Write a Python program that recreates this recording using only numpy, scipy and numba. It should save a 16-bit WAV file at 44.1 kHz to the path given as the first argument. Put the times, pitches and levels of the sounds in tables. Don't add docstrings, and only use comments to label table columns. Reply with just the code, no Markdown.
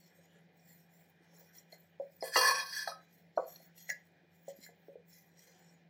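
import sys
import numpy as np
from scipy import signal
from scipy.fft import rfft, irfft
from scipy.io import wavfile
from numba import njit

SR = 44100
rng = np.random.default_rng(int(sys.argv[2]) if len(sys.argv) > 2 else 0)


def voltage_ratio(decibels):
    exponent = np.asarray(decibels, float) / 20
    return 10 ** exponent


def wrap_up_sound(samples):
    columns = np.atleast_2d(samples).T
    tamed = np.clip(columns, -1, 1)
    steps = np.round(tamed * 32767).astype(np.int16)
    wavfile.write(sys.argv[1], SR, steps)


N = 259749


# (time [s], hold [s], rub on the wall [dB], dry hiss over the rub [dB])
STROKES = [(0.0, 0.081, -73, -3), (0.156, 0.098, -79.5, -0.5), (0.33, .05, -86, 2), (0.6, .05, -83.5, 4.5),
           (0.683, .12, -75.5, 6), (0.935, 0.067, -80, 8.5), (1.061, .03, -88.5, 10),
           (1.241, 0.061, -81, -1.5), (1.353, 0.12, -73, 6), (1.552, .04, -68, 0.5), (1.717, .02, -68, -4),
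           (1.8, 0.027, -87.5, 9.5), (2.02, .02, -88, 1.5), (2.12, .07, -85, 4.5),
           (3.018, 0.018, -80, -1.5), (3.117, 0.088, -81.5, 5), (3.381, 0.061, -73.5, -6),
           (3.479, .19, -68, 1), (3.78, .09, -66.5, 1), (3.893, 0.013, -51.5, 0.5), (4.058, 0.023, -87, 5),
           (4.351, .1, -80, 4), (4.481, 0.038, -69.5, 0), (4.57, .04, -72.5, 0.9), (4.633, .035, -63, 0.5),
           (4.83, 0.035, -90.5, 8), (5.106, 0.098, -72.5, 5.5), (5.23, 0.095, -81, -0.4),
           (5.39, 0.089, -66.5, -6), (5.5, .25, -74, -5)]
# (time [s], level [dB])
HEAP = [
    [(0.0, -69), (0.1, -67), (0.55, -73.5), (1.44, -66.5), (2.09, -71.5), (2.18, -75)],
    [(3.0, -67.5), (3.14, -77), (3.32, -76.5), (3.51, -66.5), (4.29, -72.5), (4.61, -69), (5.25, -73),
     (5.6, -64), (5.78, -70.5), (5.89, -78)],
]
# (frequency [Hz], width [Hz], level [dB])
BOWL_TONES = [(2010, 150, 1), (3390, 230, -9.5), (4194, 80, 0.5), (4980, 370, -7), (5490, 200, 0.5)]
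# (frequency [Hz], width [Hz], level [dB])
GLAZE_TONES = [(6020, 180, -6), (6812, 90, 2.5), (7150, 90, -2), (7200, 100, -8), (7970, 460, -8.5),
               (7820, 46, -11.5), (8710, 760, -14.5)]
# (frequency [Hz], width [Hz], level [dB])
CRUMB_TONES = [(10470, 890, -18.5), (11300, 100, -21), (10610, 180, -6), (12020, 120, -0.5),
               (12400, 520, -5), (12500, 350, 1.5), (13500, 420, -8), (13900, 290, -4), (15000, 250, -1.5),
               (15400, 220, 8)]
# (frequency [Hz], width [Hz], level [dB])
HEAP_TONES = [(377, 40, -0.5), (490, 170, -1), (743.6, 110, -1.5), (1700, 300, -2.5), (2250, 160, -9.5),
              (2970, 690, -11.5), (5100, 970, -20)]


def flour():
    power = passes(STROKES, rise_s=0.061, sag_db_s=29, fall_s=0.092, quiet_db=-100)
    rub_db, hiss_db = np.transpose(STROKES)[2:]
    glaze_db = rub_db - 1 + 0.17 * hiss_db
    force = grit(2.2, 250) * voltage_ratio(1.5 * walk(30))
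    wall = scrape(force, total_db(power, rub_db), BOWL_TONES, 4.5, 16, wander=0.025)
    glaze = scrape(force, total_db(power, glaze_db), GLAZE_TONES, 4.5, 14, wander=0.03)
    hiss = scrape(force, total_db(power, rub_db + hiss_db), CRUMB_TONES, 6.0, 30, wander=0.035)

    heap_s, heap_db = np.transpose(sum(HEAP, []))
    heap_level = np.interp(np.arange(N) / SR, heap_s, heap_db, left=-150, right=-150) - 5.0
    heap = scrape(grit(1.3, 36), heap_level, HEAP_TONES, 2.9, 16)
    return wall + glaze + hiss + heap


# (time [s], hold [s], force [dB], base contact over force [dB], wall over force [dB])
SLIDES = [
    (2.241, 0.043, -52, -7.5, -4),
    (2.334, 0.022, -43, -21, 3.5),
    (2.363, 0.024, -32.5, -4, -9),
    (2.409, 0.098, -32.5, 4.5, 0.8),
    (2.538, 0.08, -41.5, 1.5, 0),
    (2.659, .06, -48.5, -12, -6.5),
    (2.729, 0.095, -43, -17, 2),
    (2.863, 0.028, -48, -12, -9),
]
# (frequency [Hz], width [Hz], level [dB])
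BASE_TONES = [(523.4, 40, -8), (603, 33, -16.5), (752, 92, -11.5), (907, 24, -8.5), (1032, 10, -4),
              (1026, 29, 4), (1085.5, 28, 6), (1233, 22, -12)]
# (frequency [Hz], width [Hz], level [dB])
WALL_TONES = [(1580, 7.7, -4.5), (1699, 97, -10), (1734.6, 20, -1.5), (1958, 37, -16)]
# (frequency [Hz], width [Hz], level [dB])
RIM_TONES = [(2470, 60, -7), (2793, 17, -19), (3262, 13, -4), (3319, 50, -2.5), (3883, 13, -6.5),
             (4283, 75, -3.5), (4513, 76, -1), (4500, 75, -6.5), (4991, 54, 1.5), (5630, 28, 0),
             (5734, 96, -3), (5850, 97, -10.5), (6290, 56, -9.5), (6220, 74, -15.5)]
# (frequency [Hz], width [Hz], level [dB])
GRIT_TONES = [(8197, 41, 0), (9330, 150, -3), (9600, 130, -16), (10400, 25, 0.5), (10860, 43, -1),
              (15500, 37, -0.5)]
# (frequency [Hz], width [Hz], level [dB])
DUST_TONES = [(4900, 2600, 0.9), (7600, 1500, -2.5), (10400, 2700, -2.5), (14000, 3000, -1.5)]
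# (time [s], peak [dB], centre [Hz], spread [octaves], share of full decay [1])
CLINKS = [
    (2.207, -45, 5150, 0.056, 1),
    (2.356, -18.5, 1863, 0.36, 1.1),
    (2.361, -18.5, 4560, 0.25, 0.15),
    (2.362, -30, 2793, .05, 1.6),
    (2.874, -29.5, 1662, 0.2, 0.36),
    (2.874, -35.5, 4610, 0.24, 0.62),
    (2.918, -39.5, 1290, 0.13, 0.86),
    (2.876, -50, 3967, .03, 1.7),
]
# (frequency [Hz], time to fall 60 dB [s])
STEEL_RING = [(1280, 0.18), (1620, 0.042), (1750, 0.13), (1970, 0.087), (2793, 0.21), (3310, .15),
              (3967, 0.21), (4300, 0.2), (4548, 0.14), (5040, 0.11), (5640, 0.45)]


def dish():
    power = passes(SLIDES, rise_s=0.05, sag_db_s=22.5, fall_s=0.1, quiet_db=-87)
    start, hold, force_db, base_db, wall_db = np.transpose(SLIDES)
    grit_db = -11.5 + 9.5 * np.exp((start[0] - start) / 0.15)
    drag = slice(int(2.1 * SR), int(3.3 * SR))
    base = total_db(power, force_db + base_db)[drag]
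    wall = total_db(power, force_db + wall_db)[drag]
    rim = total_db(power, force_db)[drag]
    top = total_db(power, force_db + grit_db)[drag]
    force = grit(2.0, 150, size=len(rim))
    crowd_hz = np.linspace(7150, 15600, num=30) + 150 * rng.standard_normal(size=30)
    crowd = [(hz, 45, -3) for hz in crowd_hz]

    out = blows(lasting(CLINKS, 9.0), STEEL_RING, scatter_db=2.2, thump_db=-0.38, detune=0.0016)
    out[drag] += scrape(force, base, BASE_TONES, 2.5, 14)
    out[drag] += scrape(force, wall, WALL_TONES, 1.0, 14)
    out[drag] += scrape(force, rim, RIM_TONES, 3.7, 12)
    out[drag] += scrape(force, top, GRIT_TONES + crowd, 6.0, 9)
    out[drag] += scrape(force, top - 8.5, DUST_TONES, 2.8, 48)
    return out


# (time [s], peak [dB], centre [Hz], share of full decay [1], thump length [ms])
KNOCKS = [(0.186, -57, 506, 0.66, 10), (0.357, -58.5, 484, 0.74, 6.5), (1.205, -62.5, 350, 0.69, 10),
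          (1.415, -58, 586, 0.27, 12), (1.724, -47.5, 615, 0.29, 17), (1.998, -31, 564, 0.45, 15.7),
          (2.225, -28, 623, 0.57, 6.5), (2.359, -17, 960, 1.02, 6.1), (2.874, -29, 754, 0.81, 9.3),
          (3.374, -19, 630, 0.79, 9.8), (3.376, -24.5, 1048, 0.3, 7.1), (3.599, -57, 611, 0.64, 9.6),
          (3.892, -45, 664, 0.71, 6.8), (4.233, -60.5, 331, 1.14, 9.6), (4.48, -36.5, 581, 0.58, 8.7),
          (4.587, -50.5, 245, 0.42, 11.3), (4.69, -51, 587, 0.41, 5.3), (4.883, -43.5, 447, 0.45, 7.9),
          (4.955, -41.5, 496, 0.21, 11.5)]
# (frequency [Hz], time to fall 60 dB [s])
COUNTER_RING = [(250, 0.033), (340, 0.09), (431, 0.094), (479, 0.26), (554, 0.31), (630, 0.18), (690, 0.15),
                (764, 0.17), (860, 0.081), (996, 0.1), (1066, 0.04), (1130, 0.13), (1265, 0.074),
                (1389, 0.09)]


def counter_knocks():
    knocks = []
    for s, db, hz, share, ms in KNOCKS:
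        spread_oct = 0.36 + 0.1 * max(db + 26.5, 0)
        knocks.append((s, db, hz, spread_oct, share, ms))
    return blows(knocks, COUNTER_RING, scatter_db=2.0, thump_db=2.2, detune=0.033)


# (time [s], peak [dB], centre [Hz], spread [octaves], share of full decay [1])
TICKS = [(0.594, -67.5, 5170, 0.099, 0.48), (1.3623, -59, 7100, 0.47, 0.27),
         (1.5825, -49, 5630, 0.17, 0.75), (1.724, -47.5, 4390, 0.15, 1), (2.223, -38, 4614, 0.15, 0.54),
         (3.365, -54.5, 4420, 0.2, 1), (3.5588, -45, 4120, 0.25, 0.38), (3.777, -53.5, 4140, 0.6, 0.97),
         (3.899, -35.5, 5480, 0.17, 0.41), (4.482, -49, 7200, 0.44, 0.57), (4.634, -60, 4250, 0.18, 0.65),
         (4.6481, -59.5, 4160, 0.16, 0.84), (5.394, -63, 4320, 0.36, 0.99)]
# (time [s], peak [dB], centre [Hz], spread [octaves], share of full decay [1])
CLACKS = [
    (1.7305, -55, 2010, 0.048, 0.92),
    (2.2244, -44, 2010, 0.14, 1),
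    (3.8914, -32.5, 1950, 0.55, 0.27),
    (3.901, -25.5, 1940, 0.56, 0.56),
    (4.6638, -49, 1750, 0.38, 0.47),
]
# (frequency [Hz], time to fall 60 dB [s])
BOWL_RING = [(1728, 0.24), (1857, 0.085), (2010, 0.22), (2110, 0.043), (2750, 0.05), (4275, 0.025),
             (5680, 0.047), (6900, 0.12), (7170, 0.2), (7354, 0.072), (7900, 0.14)]


def bowl_blows():
    ticks = blows(lasting(TICKS, 3.2), BOWL_RING, scatter_db=5.2, thump_db=-7.5, detune=0.004)
    clacks = blows(lasting(CLACKS, 4.3), BOWL_RING, scatter_db=5.0, thump_db=3.9, detune=0.014)
    return ticks + clacks


# (frequency [Hz], level per Hz [dB])
AIR = [(24, -60.5), (40, -28.5), (69, -23.5), (114, -19.5), (166, -2), (235, -12.5), (761, -13.5),
       (1190, -37), (1650, -19), (2010, -16.5), (2720, -30), (3950, -28), (9700, -56), (12500, -48),
       (15600, -40)]
# (frequency [Hz], waver [dB], level [dB])
HUM = [(93.2, 3.5, -85), (148.5, 6.5, -86.5), (168.4, 2.5, -68.5), (188, 4, -82.5)]


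def kitchen():
    hz, db = np.transpose(AIR)
    f = np.fft.rfftfreq(N, 1 / SR) + 1
    air = irfft(rfft(rng.standard_normal(N)) * voltage_ratio(np.interp(np.log(f), np.log(hz), db)), N)
    air = unit(air) * voltage_ratio(-71.5 + 1.3 * walk(6))
    air = signal.sosfilt(signal.butter(3, 75, "high", fs=SR, output="sos"), air)
    whine_hz, whine_width_hz = 2421, 25
    peak = signal.iirpeak(whine_hz, whine_hz / whine_width_hz, fs=SR)
    out = air + voltage_ratio(-84) * unit(signal.lfilter(*peak, rng.standard_normal(N)))
    t = np.arange(N) / SR
    for line_hz, waver_db, line_db in HUM:
        level = voltage_ratio(line_db + 1.5 + waver_db * walk(15))
        out = out + level * np.sin(2 * np.pi * line_hz * t + 0.28 * walk(4))
    return out


def room(x):
    t60_s, echo_db = 0.27, -15.5
    t = np.arange(SR // 2) / SR
    tail = rng.standard_normal(len(t)) * np.exp(-np.log(1000) * t / t60_s) * (t > 0.006)
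    tail = signal.lfilter(*signal.butter(1, 2500, fs=SR), tail)
    return signal.fftconvolve(x, voltage_ratio(echo_db) * tail / np.sqrt(np.sum(tail ** 2)))[:N]


def unit(x):
    return x / np.sqrt(np.mean(x ** 2))


def walk(rate, size=N, skip=1):
    where = np.arange(0, size, skip) * rate / SR
    level = rng.standard_normal(int(size / SR * 300) + 2)
    k = where.astype(int)
    part = where - k
    step = part ** 2 * (3 - 2 * part)
    return 1.02 * (level[k] + step * (level[k + 1] - level[k]))


def grit(clump_db, clump_rate, size=N):
    return unit(rng.standard_normal(size) * voltage_ratio(clump_db * walk(clump_rate, size=size)))


STEPS_S = np.arange(0, N / SR + 0.002, 0.001)


def passes(rows, rise_s, sag_db_s, fall_s, quiet_db):
    start, hold, top_db = np.transpose(rows)[:3, :, None]
    since = STEPS_S - start
    depth = np.maximum(top_db - quiet_db, 10)
    rising = depth / rise_s * since
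    held = -sag_db_s * np.minimum(since, hold) - depth / fall_s * np.maximum(since - hold, 0)
    return voltage_ratio(2 * np.maximum(np.where(since < 0, rising, held), -90))


def total_db(power, db):
    return np.interp(np.arange(N) / SR, STEPS_S, 10 * np.log10(voltage_ratio(2 * db) @ power))


def scrape(force, db, modes, drift_db, drift_rate, wander=0.0):
    gain = np.sqrt(sum(voltage_ratio(g) ** 2 * width for hz, width, g in modes) * np.pi / SR * 0.75)
    push = force * voltage_ratio(db) / gain
    out = np.zeros(len(push))
    for hz, width, g in modes:
        drift = voltage_ratio(g + drift_db * walk(drift_rate, size=len(push), skip=32))
        moving_hz = hz * (1 + wander * np.round(walk(6, size=len(push), skip=32)))
        out += resonate(push, drift, moving_hz, float(width))
    return out


@njit
def resonate(x, drive, hz, width):
    y = np.empty(len(x))
    b1, l1, b2, l2, g, k = 0., 0., 0., 0., 0., 0.
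    for i in range(len(x)):
        if i % 32 == 0:
            g = np.tan(np.pi * hz[i // 32] / SR)
            k = np.pi * width / SR * (1 + g * g) / g
        v = (b1 + g * (x[i] * drive[i // 32] - l1)) / (1 + g * (g + k))
        b1, l1 = 2 * v - b1, l1 + 2 * g * v
        u = (b2 + g * (k * v - l2)) / (1 + g * (g + 3 * k))
        b2, l2 = 2 * u - b2, l2 + 2 * g * u
        y[i] = 3 * k * u
    return y


def lasting(events, ms):
    return [(*row, ms) for row in events]


def blows(events, modes, scatter_db, thump_db, detune):
    out, t = np.zeros(N + SR), np.arange(SR // 2) / SR
    hz, t60 = np.transpose(modes)[:, :, None]
    for s, db, centre_hz, spread_oct, share, ms in events:
        luck = rng.standard_normal((2, len(modes), 1))
        nearness = np.exp(-0.5 * (np.log2(hz / centre_hz) / spread_oct) ** 2)
        weight = nearness * voltage_ratio(scatter_db * luck[0])
        decay = np.exp(-np.log(1000) * t / (share * t60))
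        tones = decay * np.sin(2 * np.pi * hz * (1 + detune * luck[1]) * t)
        rattle = voltage_ratio(3.0 * walk(35, size=len(t) * len(modes), skip=50))
        tones = tones * np.repeat(rattle, 50).reshape(tones.shape)
        onset = np.sin(np.pi / 2 * np.clip(t / 0.0039, 0, 1)) ** 2
        ring = (weight * tones).sum(axis=0) * onset
        bump = np.sin(np.pi * np.clip(t * 1000 / ms, 0, 1) ** 0.7) ** 2
        thump = bump * np.sin(2 * np.pi * centre_hz * t)
        y = ring / np.abs(ring).max() + voltage_ratio(thump_db) * thump
        k = int(s * SR)
        out[k:k + len(t)] += voltage_ratio(db) * y / np.abs(y).max()
    return out[:N]


def scene():
    near = flour() + dish() + counter_knocks() + bowl_blows()
    near = signal.sosfilt(signal.butter(2, 170, "high", fs=SR, output="sos"), near)
    return (near + room(near) + kitchen())[None]


def low_pass(x):
    return signal.sosfilt(signal.butter(12, 15740, fs=SR, output="sos"), x)


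def record(dry):
    mix = signal.sosfilt(signal.ellip(8, 0.2, 60, 15700, fs=SR, output="sos"), dry)
    return low_pass(mix)


dry = scene()
out = record(dry)
wrap_up_sound(out)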